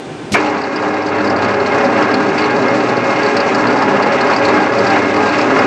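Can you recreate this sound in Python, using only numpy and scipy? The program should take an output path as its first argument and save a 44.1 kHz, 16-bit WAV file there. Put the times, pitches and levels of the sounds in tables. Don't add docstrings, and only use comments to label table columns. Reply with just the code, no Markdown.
import sys
import numpy as np
from scipy import signal
from scipy.fft import rfft, irfft, next_fast_len
from scipy.io import wavfile
from scipy.ndimage import uniform_filter1d

SR = 44100
rng = np.random.default_rng(int(sys.argv[2]) if len(sys.argv) > 2 else 0)


def persist_wave(psi):
    counts = np.round(np.clip(psi, -1, 1) * 32767).astype(np.int16)
    wavfile.write(sys.argv[1], SR, np.atleast_2d(counts).T)


N = 249606
TIME = np.arange(N) / SR
RUN_S, RUN_RISE_S = 0.348, 0.025
SHAFT_HZ, WHEEL_HZ = 16.665, 1.585
SHOP_T60_S = 0.11

# f/Hz, relative level/dB
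HISS_SPECTRUM = [(18, -65.5), (30, -40.5), (49, -22), (118, -8.5), (160, -9.5), (229, -5), (390, -4.5),
                 (586, -10.5), (3060, -24.5), (3650, -28), (3940, -28.5), (8660, -37), (13000, -68.5)]
# f/Hz, relative level/dB
HUM_TONES = [(156, -37), (301.5, -34.5), (388, -35), (770, -39.5), (1540, -49.5), (2385, -51.5),
             (2821, -53.5), (3553, -51.5)]
# t/s, rise/s, hold/s, t60/s, low f/Hz, high f/Hz, level/dB
CRASH_BURSTS = [(.319, .002, .028, .055, 1700, 7500, -21.5), (.305, .022, .016, .09, 70, 600, -19.5),
                (.316, .006, .024, .05, 7000, 12000, -36.5), (.337, .016, .012, .22, 260, 520, -22),
                (.338, .005, .013, .12, 1500, 2750, -13), (.339, .01, .008, .14, 520, 1600, -10.5)]
# f/Hz, level/dB, t60/s
STEEL_MODES = [(1728, -13, .3), (2143, -9, .11), (2326, -9.5, .15), (2514, -18, .16)]
# t/s, level/dB
DRIVE_LOAD = [(0.39, -1), (0.65, -5.5), (0.85, -3), (1.08, -3.5), (1.28, -0.9), (1.7, -0.85), (1.9, 0),
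              (3.2, -0.3), (5.6, 0.56)]
WHEEL_TIGHT_SPOTS = [(0.27, 0.16, 0.56), (0.873, 0.11, 0.74)]
# t/s, width/s, strength
PLATE_BINDS = [(2.0, 0.029, 0.69), (2.116, 0.0064, 1.5), (2.438, 0.057, 0.5), (2.66, 0.019, 0.77),
               (2.91, 0.026, 1.0), (3.11, 0.035, 0.54), (4.315, 0.02, 1.2), (4.505, 0.036, 1.4),
               (4.569, 0.025, 1.2), (4.93, 0.096, 0.98), (5.58, 0.034, 0.64)]
# place/turns, relative level/dB
SHAFT_KNOCKS = [(.09, -5), (0.656, 2)]
# f/Hz, base level/dB
WEAK_GEAR_TONES = [(100, -38), (118.4, -37), (200, -33.5), (250.5, -31.5), (267, -29), (680, -39.5),
                   (1110, -32.5), (1235, -33.5), (1446, -38), (1725, -42), (2858, -48.5)]
# f/Hz, pitch wander/Hz, base level/dB, surge lift/dB, surge width/s, surges t/s
STRONG_GEAR_TONES = [(303.7, 1.98, -29.5, 9, 0.084, (0.45, 0.85, 1.01, 1.25, 2.0, 2.22, 2.44, 2.77, 3.19, 3.64, 4.42, 4.58, 4.96, 5.15, 5.39)),
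                     (388.1, 3.09, -29.5, 8, 0.033, (0.4, 1.61, 2.02, 2.32, 2.64, 2.91, 3.93, 4.3, 5.1, 5.54)),
                     (419.3, 3, -28.5, 9, 0.071, (1.39, 1.6, 1.78, 2.42, 3.29, 3.93, 4.46, 4.8, 5.21)),
                     (557, 6, -29, 8.5, 0.052, (1.26, 1.58, 1.78, 1.879, 2.76, 3.09, 3.4, 3.92, 4.12, 4.44, 4.79, 5.37)),
                     (775.6, 5.48, -30, 8.5, 0.045, (1.32, 1.86, 2.16, 2.77, 3.51, 3.8, 4.22, 4.64, 4.9, 5.18, 5.6)),
                     (838, 3, -33.5, 10, 0.065, (0.46, 1.54, 2.5, 2.941, 3.32, 3.75, 3.87, 4.02, 4.08, 4.58, 5.2, 5.48)),
                     (1611, 3.64, -35.5, 10.5, 0.034, (2.11, 2.24, 2.52, 3.35, 4.59, 4.9, 5.25, 5.3)),
                     (2139, 4.01, -36.5, 9.5, 0.045, (2.41, 2.47, 2.68, 3.09, 3.14, 5.03, 5.59))]
# f/Hz, width/Hz, lift/dB
FRAME_RESONANCES = [(210, 14.6, 6), (326, 58, -7), (410, 120, 3), (502.5, 16, -10.5), (556, 105, 8),
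                    (756, 8.3, -23.5), (1173, 12, -17.5), (1553, 130, -7), (1628, 130, 7), (1843, 84, -4.5),
                    (1960, 68, 5), (1983, 16, -8.5), (2113, 61, 6), (2300, 34, 0), (2475, 62, 5)]
# f/Hz, relative level/dB
RUMBLE_SPECTRUM = [(20, -45.5), (45, -37.5), (65, -19), (88, -23.5), (105, -10.5), (150, -6.5), (200, -4),
                   (280, 3), (450, -1.5), (650, -8), (800, -7.5), (2000, -96.5)]
CLATTER_SPECTRUM = [(300, -71.5), (600, -1), (780, 4.5), (1100, 3), (1450, 1), (1900, -5.5), (5000, -78)]
GRINDING_SPECTRUM = [(900, -27), (1500, -1), (2100, -1), (2750, -2), (3050, -11), (3600, -13), (6000, -27),
                     (10000, -73.5)]
GRIT_SPECTRUM = [(1500, -21.5), (3000, -25), (3900, 12.5), (4150, 1.5), (4360, 14.5), (4650, 7.5),
                 (5200, 8.5), (6200, 4.5), (8100, -3.5), (8800, -34.5), (13000, -68)]
CRACK_SPECTRUM = [(1000, -13), (2100, 2.5), (2600, 8.5), (3300, -27), (3900, 2), (4400, -9.5), (5300, 5),
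                  (6200, -4), (8000, -7), (10000, -38.5), (13000, -54)]
# t/s, relative level/dB
BIG_FLAKES = [(0.568, -31.5), (0.614, -29.5), (0.636, -29.5), (0.758, -25), (1.02, -34.5), (1.063, -27.5),
              (1.181, -33), (1.243, -27.5), (1.273, -26), (1.297, -24.5), (1.361, -27), (1.42, -26.5),
              (1.445, -26.5), (1.537, -31), (1.6, -27), (1.661, -22.5), (1.844, -26), (2.023, -24.5),
              (2.113, -28), (2.139, -20), (2.378, -23), (2.417, -27), (2.439, -23), (2.504, -26.5),
              (2.562, -30), (2.624, -30.5), (2.802, -28.5), (2.966, -25.5), (3.039, -33), (3.104, -30.5),
              (3.23, -24), (3.26, -21.5), (3.365, -17), (3.401, -22.5), (3.545, -19), (3.668, -21.5),
              (3.821, -24.5), (4.022, -23.5), (4.057, -35.5), (4.208, -20.5), (4.268, -31), (4.297, -28),
              (4.333, -22.5), (4.361, -20.5), (4.449, -20.5), (4.484, -20.5), (4.785, -22), (4.866, -24.5),
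              (4.899, -22), (5.162, -23.5), (5.256, -27), (5.287, -24.5), (5.384, -21), (5.41, -24.5),
              (5.588, -24.5)]
# full-load level/dB, dB per dB of load, tight lift/dB, bind lift/dB
RUMBLE_RESPONSE = (-18.5, 1.02, 0.36, 0.5)
CLATTER_RESPONSE = (-19, 0.85, 2.5, 3.5)
GRINDING_RESPONSE = (-25, 1.22, 2, 2)


def from_db(db):
    return 10 ** (np.asarray(db) / 20)


def rms_one(x):
    return x / np.sqrt(np.mean(np.abs(x) ** 2) + 1e-20)


def drift(rate_hz):
    step = 40
    pole = np.exp(-2 * np.pi * rate_hz * step / SR)
    noise = rng.standard_normal(N // step + 2002)
    slow = signal.lfilter([1], [1, -2 * pole, pole * pole], noise)[2000:]
    return np.interp(np.arange(N) / step, np.arange(len(slow)), rms_one(slow))


def coloured(x, spectrum, resonances=()):
    size = next_fast_len(N)
    hz = np.maximum(np.arange(size // 2 + 1) * SR / size, 1)
    points = np.array(spectrum)
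    db = np.interp(np.log(hz), np.log(points[:, 0]), points[:, 1])
    for centre, width, lift in resonances:
        db = db + lift / (1 + (2 * (hz - centre) / width) ** 2)
    return rms_one(irfft(rfft(x, size) * from_db(db), size)[:N])


def band(x, low_hz, high_hz):
    return signal.sosfilt(signal.butter(2, [low_hz, high_hz], "band", fs=SR, output="sos"), x)


def tone(hz, flutter_hz, steady):
    wander = steady + (drift(flutter_hz) + 1j * drift(flutter_hz)) / np.sqrt(2)
    return rms_one(np.real(wander * np.exp(2j * np.pi * hz * TIME)))


def shop_hum(running, hiss_db=-28, fade_db_per_s=-18, sink_db=-22):
    hiss = from_db(hiss_db) * coloured(rng.standard_normal(N), HISS_SPECTRUM)
    hum = sum(from_db(db) * tone(hz, flutter_hz=9, steady=1.4) for hz, db in HUM_TONES)
    ebb = from_db(2 + fade_db_per_s * np.minimum(TIME, RUN_S))
    return (hiss + hum * ebb) * from_db(sink_db * running)


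def start_crash(jolt_s=0.334, jolt_width_s=0.015, jolt_hz=205, slam_s=0.342, ring_rise_s=0.0074):
    jolt = from_db(-13) * np.exp(-((TIME - jolt_s) / jolt_width_s) ** 2)
    out = jolt * np.sin(2 * np.pi * jolt_hz * TIME)
    for s, rise, hold, t60, low_hz, high_hz, db in CRASH_BURSTS:
        after_hold = np.maximum(TIME - s - rise - hold, 0)
        swell = np.clip((TIME - s) / rise, 0, 1) * from_db(db - 60 * after_hold / t60)
        cluster = band(band(rng.standard_normal(N), low_hz, high_hz), low_hz, high_hz)
        out += swell * rms_one(cluster)
    t = np.maximum(TIME - slam_s, 0)
    for hz, db, t60 in STEEL_MODES:
        ring = np.minimum(t / ring_rise_s, 1) * from_db(db - 60 * t / t60)
        out += ring * np.sin(2 * np.pi * (hz * t + rng.random()))
    return shop_echo(out, echo_db=-40)


def shop_echo(x, echo_db):
    t = TIME[:SR // 2]
    tail = rng.standard_normal(len(t)) * from_db(-60 * t / SHOP_T60_S)
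    return x + from_db(echo_db) * signal.fftconvolve(x, tail / np.linalg.norm(tail))[:N]


def level_under_load(response, load_db, wander_db=1.04, wander_hz=1.27):
    full_db, follows, tight_db, bind_db = response
    tight = sum(strength * np.exp(-(((TIME * WHEEL_HZ - place + .5) % 1 - .5) / width) ** 2)
                for place, width, strength in WHEEL_TIGHT_SPOTS)
    bind = sum(strength * np.exp(-((TIME - s) / width) ** 2) for s, width, strength in PLATE_BINDS)
    return full_db + follows * load_db + tight_db * tight + bind_db * bind + wander_db * drift(wander_hz)


def gear_tones(rumble_db, grinding_db, whine_above_hz=800, whine_follows=0.75):
    effort_db = rumble_db - np.median(rumble_db)
    whine_db = whine_follows * (grinding_db - np.mean(grinding_db))
    out = np.zeros(N)
    for hz, db in WEAK_GEAR_TONES:
        swell_db = whine_db if hz > whine_above_hz else effort_db
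        out += from_db(db + swell_db) * tone(hz, flutter_hz=min(0.0097 * hz, 9), steady=1)
    return out


def gear_surges(grinding_db, follows=0.3, flicker_db=1.94):
    out = np.zeros(N)
    for hz, wander_hz, db, lift_db, width_s, times in STRONG_GEAR_TONES:
        surge = sum(np.exp(-((TIME - s) / width_s) ** 2) for s in times)
        level = from_db(db + flicker_db * drift(rate_hz=14)) * (1 + (from_db(lift_db) - 1) * surge)
        cycles = rng.random() + np.cumsum(hz + wander_hz * drift(rate_hz=9)) / SR
        out += level * np.sqrt(2) * np.sin(2 * np.pi * cycles)
    return out * from_db(follows * (grinding_db - np.mean(grinding_db)))


def contacts(per_s, spread_db):
    sizes = from_db(spread_db * np.minimum(rng.exponential(1, N), 4)) * rng.choice([-1, 1], N)
    return rms_one(sizes * (rng.random(N) < per_s / SR))


def shaft_pulse(depth, decay_s, uneven_db):
    knocks = sum(from_db(db) * np.exp(-((TIME * SHAFT_HZ - place) % 1) / SHAFT_HZ / decay_s)
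                 for place, db in SHAFT_KNOCKS)
    uneven = from_db(uneven_db * np.tanh(drift(rate_hz=22)))
    return rms_one(1 + depth * uniform_filter1d(knocks, size=120) * uneven)


def echo_wash(x, echo_db):
    keep = from_db(-120 / (SHOP_T60_S * SR))
    power = signal.lfilter([1 - keep], [1, -keep], x ** 2 + 1e-18)
    return x + from_db(echo_db) * np.sqrt(power) * rng.standard_normal(N)


def gear_noise(rumble_db, clatter_db):
    rumble = coloured(contacts(per_s=5000, spread_db=2.5), RUMBLE_SPECTRUM, FRAME_RESONANCES)
    teeth = contacts(per_s=4000, spread_db=1.5) * shaft_pulse(depth=0.38, decay_s=0.013, uneven_db=-4)
    clatter = coloured(echo_wash(teeth, echo_db=-5.5), CLATTER_SPECTRUM, FRAME_RESONANCES)
    return from_db(rumble_db) * rumble + from_db(clatter_db) * clatter


def rolls(grinding_db, grit_db=-12):
    rubs = contacts(per_s=4100, spread_db=2) * shaft_pulse(depth=0.51, decay_s=0.023, uneven_db=8.5)
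    grains = contacts(per_s=10000, spread_db=-0.5) * shaft_pulse(depth=1.5, decay_s=0.041, uneven_db=6)
    grinding = coloured(echo_wash(rubs, echo_db=-4), GRINDING_SPECTRUM, FRAME_RESONANCES)
    grit = coloured(echo_wash(grains, echo_db=-3.5), GRIT_SPECTRUM)
    return from_db(grinding_db) * (grinding + from_db(grit_db) * grit)


def small_flakes(load_db, chance=0.36, base_db=-32.5, spread_db=3.5):
    turns = range(int(TIME[-1] * SHAFT_HZ))
    times = np.array([(turn + place) / SHAFT_HZ for turn in turns for place, _ in SHAFT_KNOCKS])
    luck, size = rng.random((len(times), 2)).T
    db = base_db + np.interp(times, TIME, load_db) + spread_db * (2 * size - 1)
    return np.column_stack([times, db])[(luck < chance) & (times > RUN_S)]


def flake_ticks(flakes, rise_s=0.0036, hold_s=0.00177, t60=0.05, low_hz=4230, high_hz=5000):
    cracks, rings, t = np.zeros(N), np.zeros(N), TIME[:SR // 8]
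    variety = rng.random((len(flakes), 2))
    noises = rng.standard_normal((len(flakes), 2 * len(t)))
    for (s, db), (length, pitch), noise in zip(flakes, variety, noises):
        after_hold = np.maximum(t - hold_s * from_db(3 * (2 * length - 1)), 0)
        crunch = np.minimum(t / rise_s, 1) * from_db(db - 60 * after_hold / t60)
        hz = low_hz * (high_hz / low_hz) ** pitch
        ring = rms_one(band(noise, 0.93 * hz, 1.07 * hz)[len(t):])
        at = round(s * SR)
        cracks[at:at + len(t)] += (crunch * noise[:len(t)])[:N - at]
        rings[at:at + len(t)] += (crunch * ring)[:N - at]
    cracks = from_db(-6) * np.std(cracks) * coloured(cracks, CRACK_SPECTRUM)
    return shop_echo(cracks + rings, echo_db=-7.5)


def scene():
    load_db = np.interp(TIME, *np.transpose(DRIVE_LOAD))
    rumble_db = level_under_load(RUMBLE_RESPONSE, load_db)
    clatter_db = level_under_load(CLATTER_RESPONSE, load_db)
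    grinding_db = level_under_load(GRINDING_RESPONSE, load_db)
    running = np.clip((TIME - RUN_S) / RUN_RISE_S, 0, 1)
    drive = gear_tones(rumble_db, grinding_db) + gear_surges(grinding_db)
    drive += gear_noise(rumble_db, clatter_db) + rolls(grinding_db)
    mix = running * drive + start_crash() + shop_hum(running)
    mix += flake_ticks([*BIG_FLAKES, *small_flakes(load_db)])
    return mix[None]


def record(dry):
    rounded = dry / (1 + dry ** 8) ** (1 / 8)
    return signal.sosfilt(signal.cheby1(12, .1, 12700, fs=SR, output="sos"), rounded)


dry = scene()
out = record(dry)
persist_wave(out)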